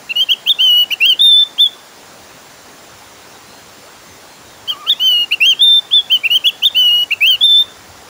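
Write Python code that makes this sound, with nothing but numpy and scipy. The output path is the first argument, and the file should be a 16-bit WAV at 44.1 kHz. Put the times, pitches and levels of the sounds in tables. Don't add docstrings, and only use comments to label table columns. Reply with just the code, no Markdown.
import sys
import numpy as np
from scipy import signal
from scipy.fft import rfft, irfft, next_fast_len
from scipy.io import wavfile
from scipy.ndimage import uniform_filter1d

SR = 44100
rng = np.random.default_rng(int(sys.argv[2]) if len(sys.argv) > 2 else 0)


def output_pcm(signal):
    pcm = np.clip(np.atleast_2d(signal).T, -1, 1) * 32767
    wavfile.write(sys.argv[1], SR, np.round(pcm).astype(np.int16))


N = 356748
TIME = np.arange(N) / SR


def gain_of(db):
    return 10 ** (np.asarray(db) / 20)


def evened(x):
    return x / np.sqrt(np.mean(x ** 2) + 1e-20)


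def read(points, hz):
    f, value = np.transpose(points)
    return np.interp(np.log(hz + 1), np.log(f + 1), value)


def band_noise(hz, width_hz):
    size = next_fast_len(N)
    bins_hz = np.fft.rfftfreq(size, 1 / SR)
    bell = np.exp(-.5 * ((bins_hz - hz) / width_hz) ** 2)
    return evened(irfft(rfft(rng.standard_normal(size)) * bell, size)[:N])


def slur(rows, fade_s):
    s, hz, db = np.transpose(rows)
    at = np.arange(max(int(s[0] * SR), 0), min(int(s[-1] * SR), N))
    t = at / SR
    to_nearest_end_s = np.minimum(t - s[0], s[-1] - t)
    ends = np.sin(np.pi / 2 * np.clip(to_nearest_end_s / fade_s, 0, 1))
    swell = np.interp(t, s, np.sqrt(gain_of(db))) ** 2
    pitch_hz = uniform_filter1d(np.interp(t, s, hz), size=130)
    return at, pitch_hz, np.sqrt(2) * ends * uniform_filter1d(swell, size=60)


# time in seconds, pitch in Hz, level in dB.
SONG = [
    [(0.093, 2730, -28), (0.102, 2620, -19.5), (0.111, 2790, -15.5), (0.119, 2730, -15.5),
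     (0.127, 2530, -27)],
    [(0.155, 2800, -29), (0.159, 2820, -18), (0.168, 2925, -12.5), (0.197, 2920, -11.5),
     (0.215, 3150, -8.5), (0.229, 3170, -11.5), (0.236, 3130, -11.5), (0.242, 3140, -29)],
    [(0.286, 2810, -36), (0.293, 2730, -13.5), (0.304, 2970, -9.5), (0.312, 2960, -8), (0.318, 3250, 0),
     (0.328, 3250, -11), (0.335, 3000, -6), (0.341, 2690, -19.5), (0.346, 2750, -36)],
    [(0.461, 2580, -29), (0.468, 2680, -19), (0.479, 3080, -9.5), (0.484, 3320, -16), (0.489, 3040, -15),
     (0.493, 3120, -4), (0.499, 3705, -3), (0.503, 3660, -5), (0.513, 3580, 0), (0.521, 3350, -6),
     (0.53, 3200, -25)],
    [(0.584, 2750, -48), (0.592, 2736, -16.5), (0.609, 3020, -7), (0.627, 3133, -10.5), (0.642, 3126, -7),
     (0.653, 3050, -6), (0.661, 3060, -9), (0.667, 3026, -8), (0.673, 3060, -9), (0.69, 2962, -7),
     (0.727, 2900, -6.5), (0.754, 2912, -8.5), (0.796, 2947, -7), (0.833, 2935, -8.5), (0.846, 2780, -32)],
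    [(0.904, 2465, -35), (0.91, 2320, -17), (0.922, 2916, -13), (0.93, 3050, -13), (0.938, 2720, -11),
     (0.944, 2730, -28)],
    [(1.002, 2370, -34), (1.01, 2420, -13.5), (1.022, 2696, -10), (1.032, 2740, -5), (1.045, 2747, -5),
     (1.053, 2920, -9), (1.056, 2965, -2), (1.067, 3200, -6.5), (1.082, 3228, -10.5), (1.102, 3120, 0),
     (1.115, 2995, -6.5), (1.129, 2926, -4.5), (1.135, 2750, -17), (1.143, 2910, -20)],
    [(1.191, 3660, -38), (1.197, 3460, -7), (1.205, 3445, -15.5), (1.216, 3610, 7.5), (1.228, 3700, 0),
     (1.26, 3606, 4), (1.272, 3627, 4.5), (1.307, 3564, -1.5), (1.343, 3510, 3), (1.361, 3484, -1),
     (1.374, 3534, -4), (1.403, 3562, -3), (1.424, 3526, -7), (1.434, 3536, -5), (1.443, 3560, -27)],
    [(1.579, 2550, -33), (1.585, 3225, -21), (1.592, 3210, -16), (1.608, 3560, 1), (1.614, 3573, -1),
     (1.643, 3500, -0.5), (1.648, 3430, -11), (1.663, 3374, -6), (1.674, 3280, -17), (1.681, 3360, -33)],
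    [(4.676, 2880, -28), (4.689, 3160, -17.5), (4.697, 3050, -15.5), (4.702, 3240, -11), (4.708, 3164, -14),
     (4.717, 2960, -21), (4.73, 2860, -21.5), (4.735, 2850, -31)],
    [(4.865, 2660, -28), (4.886, 3190, -16), (4.894, 3040, -13.5), (4.9, 3590, -1), (4.907, 3745, -4),
     (4.929, 3355, -9), (4.936, 3300, -32)],
    [(4.995, 2440, -34), (4.999, 2930, -24), (5.004, 2880, -16.5), (5.032, 3070, -12), (5.06, 3105, -9),
     (5.09, 3032, -6.5), (5.095, 3017, -11), (5.127, 2923, -10.5), (5.138, 2920, -9), (5.144, 2883, -11.5),
     (5.199, 2860, -12), (5.227, 2878, -12.5), (5.245, 2806, -16.5), (5.25, 2850, -41)],
    [(5.31, 2360, -23), (5.316, 2410, -16.5), (5.325, 2770, -7), (5.332, 2980, -11.5), (5.335, 2970, -13),
     (5.343, 2750, -9.5), (5.35, 2700, -23)],
    [(5.403, 2340, -22), (5.427, 2710, -3), (5.447, 2783, -7), (5.457, 2970, -8), (5.468, 3183, -7),
     (5.496, 3217, -3.5), (5.517, 3060, -6.5), (5.532, 2750, -13.5), (5.538, 2630, -25)],
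    [(5.592, 3290, -29), (5.596, 3280, -15.5), (5.608, 3340, -16), (5.619, 3545, 4), (5.631, 3642, 8),
     (5.638, 3620, 5.5), (5.666, 3597, -2.5), (5.691, 3584, 0), (5.698, 3580, -3), (5.732, 3572, -2),
     (5.744, 3570, -4.5), (5.772, 3596, -6.5), (5.789, 3540, -6.5), (5.794, 3550, -9.5), (5.799, 3600, -35)],
    [(5.909, 2630, -33), (5.915, 3120, -21), (5.93, 3320, -14.5), (5.938, 3486, 2), (5.948, 3556, -1.5),
     (5.967, 3514, -1), (5.972, 3530, -3), (5.994, 3350, -6), (6.005, 3340, -16), (6.013, 3400, -22)],
    [(6.098, 2700, -36), (6.103, 2660, -18), (6.123, 3123, -6.5), (6.132, 3130, -4), (6.153, 3030, -4.5),
     (6.167, 2900, -16), (6.174, 2900, -20)],
    [(6.233, 2380, -36), (6.24, 2310, -17), (6.257, 2720, -9.5), (6.265, 2750, -7.5), (6.279, 2330, -26)],
    [(6.3, 2780, -42), (6.304, 2720, -12.5), (6.316, 2925, -10), (6.343, 2905, -9.5), (6.351, 3060, -10),
     (6.358, 3130, -3), (6.364, 3180, -4), (6.371, 3080, -7.5), (6.382, 2800, -23)],
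    [(6.44, 2620, -31), (6.445, 2640, -15.5), (6.457, 2944, -10), (6.466, 2890, -3), (6.471, 3420, -6),
     (6.474, 3427, 0), (6.483, 3360, -3.5), (6.493, 3000, -11), (6.498, 2710, -12.5), (6.503, 2690, -23)],
    [(6.62, 2670, -35), (6.624, 2630, -21), (6.64, 3140, -7.5), (6.643, 3020, -16), (6.649, 3040, -10),
     (6.655, 3620, 0.5), (6.662, 3680, 0), (6.671, 3580, -0.5), (6.684, 3160, -16), (6.689, 3220, -21)],
    [(6.745, 2680, -37), (6.751, 2680, -17.5), (6.771, 3014, -8.5), (6.789, 3023, -9), (6.793, 3053, -6.5),
     (6.847, 2930, -11.5), (6.865, 2938, -6), (6.893, 2860, -9.5), (6.902, 2845, -9), (6.925, 2888, -10.5),
     (7.035, 2925, -12), (7.045, 2850, -31)],
    [(7.106, 2290, -29), (7.112, 2320, -12.5), (7.123, 2786, -9.5), (7.128, 2890, -13), (7.135, 2670, -7.5),
     (7.143, 2520, -35)],
    [(7.206, 2280, -24), (7.213, 2280, -15), (7.224, 2500, -8), (7.233, 2595, -6), (7.247, 2654, -4),
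     (7.272, 3040, -10), (7.278, 3154, -3), (7.288, 3200, -6.5), (7.307, 3133, -3), (7.32, 2980, -8.5),
     (7.345, 2940, -11.5), (7.354, 2780, -16), (7.361, 2780, -22)],
    [(7.406, 3540, -43), (7.416, 3305, -7), (7.427, 3410, -14), (7.44, 3576, 5), (7.446, 3624, 2),
     (7.458, 3610, 4.5), (7.471, 3550, -2.5), (7.523, 3540, -3.5), (7.563, 3519, -2.5), (7.607, 3596, -5),
     (7.615, 3605, -9), (7.625, 3624, -12), (7.631, 3540, -27)],
]
# extra strength of the overtones in dB,
# extra strength of the lines halfway between them in dB.
VOICE = [(-10, 1), (-1, -10), (-2, -10.5), (-1.5, -12), (-2, -11), (6.5, -3), (-1, -6.5), (-5.5, -7),
         (-1, -14), (0, 0), (0, -1), (-1, -6), (-0.5, -3), (0.5, -14), (-5.5, -9), (-10, -13),
         (-5.5, -12.5), (1.5, -15), (1.5, -12.5), (0.5, -16), (2, -17), (0.5, -11), (-3, 0.5), (0.5, -5.5),
         (-2, -11)]
# frequency in Hz, level in dB against the whistle.
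OVERTONES = [(4600, -30.5), (5500, -32.5), (6200, -25), (7200, -41), (8000, -43), (8700, -37),
             (10800, -35.5), (11700, -35), (12800, -34), (14100, -34.5), (14700, -18.5), (15500, -20)]
# frequency in Hz, level in dB against the whistle.
HALF_LINES = [(1250, -45), (1520, -27), (1800, -31), (3700, -33.5), (4350, -17.5), (4800, -21), (5300, -27),
              (7300, -42.5), (9000, -45), (10300, -38.5), (12400, -47.5), (13200, -30), (15500, -34.5)]


def white_eye(jitter=0.0014, shimmer_db=0.63, rasp_db=-42, settle=.35):
    out = np.zeros(N)
    waver, shimmer, rasp = band_noise(0, 160), band_noise(0, 120), band_noise(0, 700)
    flicker_db = 3.2 * band_noise(0, 14) + 2.4 * band_noise(0, 70) - 1.7
    multiples = np.arange(1, 13) / 2
    shifts = rng.integers(0, N, len(multiples))
    for rows, (overtones_db, halves_db) in zip(SONG, VOICE):
        at, hz, size = slur(rows, fade_s=0.00077)
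        phase = 2 * np.pi * np.cumsum(hz * (1 + jitter * waver[at])) / SR
        note = np.sin(phase) * (1 + gain_of(rasp_db) * rasp[at])
        loudness_db = 20 * np.log10(np.maximum(size, .3) / .5)
        uneven_db = halves_db - settle * loudness_db
        for k, shift in zip(multiples, shifts):
            if k == 1:
                continue
            if k % 1:
                line_db = uneven_db + read(HALF_LINES, k * hz)
            else:
                line_db = overtones_db + read(OVERTONES, k * hz)
            strength = gain_of(line_db + flicker_db[(at + shift) % N])
            fits = k * hz < SR / 2
            note += strength * np.sin(k * phase) * fits
        out[at] += size * gain_of(shimmer_db * shimmer[at]) * note
    return out


# time in seconds, pitch in Hz,
# level in dB before scene() lifts it.
FAR_CALLS = [
    [(3.15, 3780, -58), (3.24, 3830, -56)],
    [(3.32, 3800, -55), (3.38, 3850, -55)],
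    [(3.46, 4000, -59), (3.53, 4150, -52), (3.6, 4200, -55), (3.67, 4180, -63)],
    [(4.06, 6350, -57), (4.11, 6200, -50), (4.16, 6100, -58)],
    [(4.26, 3900, -58), (4.32, 4200, -53), (4.38, 4130, -60)],
    [(4.41, 3800, -61), (4.5, 3700, -55), (4.57, 3650, -62)],
    [(4.708, 1193, -42), (4.735, 1235, -36), (4.757, 1075, -39.5), (4.78, 1175, -41), (4.812, 1240, -38),
     (4.838, 1144, -34.5), (4.86, 1287, -38), (4.882, 1340, -34)],
    [(4.876, 1520, -44), (4.897, 1580, -45)],
    [(4.897, 1900, -43), (4.925, 1790, -50)],
    [(4.924, 2010, -43), (4.947, 2100, -44)],
    [(4.905, 2400, -46), (4.95, 2520, -49), (4.99, 2850, -48)],
]


def far_birds(jitter=0.0094, octave_db=-15):
    out, waver = np.zeros(N), band_noise(0, 90)
    for rows in FAR_CALLS:
        at, hz, size = slur(rows, fade_s=0.0048)
        phase = 2 * np.pi * np.cumsum(hz * (1 + jitter * waver[at])) / SR
        out[at] += size * (np.sin(phase) + gain_of(octave_db) * np.sin(2 * phase))
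    return out


# frequency in Hz, time to die away by 60 dB in seconds.
GARDEN = [(1000, 1), (3300, 0.5), (8000, .3), (15000, 0.2)]


def garden(x):
    near_db, near_t60, far_db = -22.5, .11, -34
    t = np.arange(SR // 2) / SR
    signs = rng.choice([-1., 1.], (2, len(t)))
    near, far = signs * (rng.random((2, len(t))) < 2000 / SR)
    near = near * (t > .005) * gain_of(-60 * t / near_t60)
    hz, frame_s, z = signal.stft(far * (t > .02), SR, nperseg=256)
    decay = gain_of(-60 * frame_s / read(GARDEN, hz)[:, None])
    far = signal.istft(z * decay, SR, nperseg=256)[1][:len(t)]
    echoes = gain_of(near_db) * near / np.linalg.norm(near) + gain_of(far_db) * far / np.linalg.norm(far)
    return signal.fftconvolve(x, echoes)[:N]


def insects():
    return gain_of(-56.5) * band_noise(7285, 70) + gain_of(-62) * band_noise(7595, 15)


# frequency in Hz, relative strength in dB for an equal slice of Hz.
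HISS = [(25, -22.5), (55, -15), (90, -5), (300, 0), (800, 1), (1500, -2.5), (2600, -7), (6700, -8.5),
        (7900, -16), (10000, -13.5), (12000, -22.5), (13700, -23.5), (14600, -13), (15500, -12.5)]


def hiss(level_db=-38.5, patchy_db=1.47):
    frames, hz = N // 256 + 5, np.fft.rfftfreq(1024, 1 / SR)
    real, imaginary, patches = rng.standard_normal((3, frames, len(hz))).transpose(0, 2, 1)
    patches = uniform_filter1d(patches, size=8, axis=1)
    patches = evened(uniform_filter1d(patches, size=7, axis=0))
    colour_db = read(HISS, hz)[:, None]
    z = (real + 1j * imaginary) * gain_of(colour_db + patchy_db * patches)
    noise = signal.istft(z, nperseg=1024, noverlap=768)[1][:N]
    return gain_of(level_db) * evened(noise)


# time in seconds, level in dB before the random puffs.
RUMBLE = [(0, -74), (1.9, -72), (2.2, -62), (4.4, -60), (4.55, -50), (4.7, -65), (6.5, -59.5), (7.6, -56.5),
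          (7.85, -53), (8, -45.5), (8.09, -46)]


def rumble(gust_db=4):
    level_db = np.interp(TIME, *np.transpose(RUMBLE))
    return gain_of(level_db + gust_db * band_noise(0, 9)) * band_noise(92, 30)


def overload(x, headroom=3.07, lopsided=0.0063):
    rounded = headroom * np.tanh(x / headroom)
    low_cut = signal.butter(2, 28, "highpass", fs=SR, output="sos")
    return signal.sosfilt(low_cut, rounded + lopsided * rounded ** 2)


def scene():
    near, far = white_eye(), far_birds()
    birds = near + gain_of(2.5) * far
    echoes = garden(near + gain_of(10) * far)
    return (birds + echoes + hiss() + insects() + rumble())[None]


def record(dry, threshold_db=-8.5, squeeze=0.66, recovery_db_per_s=130):
    ceiling_db, edge_hz = -5.7, 15700
    heard = overload(dry)
    power_db = 10 * np.log10(abs(uniform_filter1d(heard[0] ** 2, size=130)) + 1e-12)
    squeezed_db = squeeze * np.maximum(power_db - threshold_db, 0)
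    over_db = np.maximum(squeezed_db, power_db - ceiling_db)
    fall = TIME * recovery_db_per_s
    duck_db = np.maximum.accumulate(over_db + fall) - fall
    ducked = heard / gain_of(uniform_filter1d(duck_db, size=50))
    treble_cut = signal.firwin(511, edge_hz, window=("kaiser", 9), fs=SR)
    return signal.oaconvolve(ducked, treble_cut[None], "same")


dry = scene()
out = record(dry)
output_pcm(out)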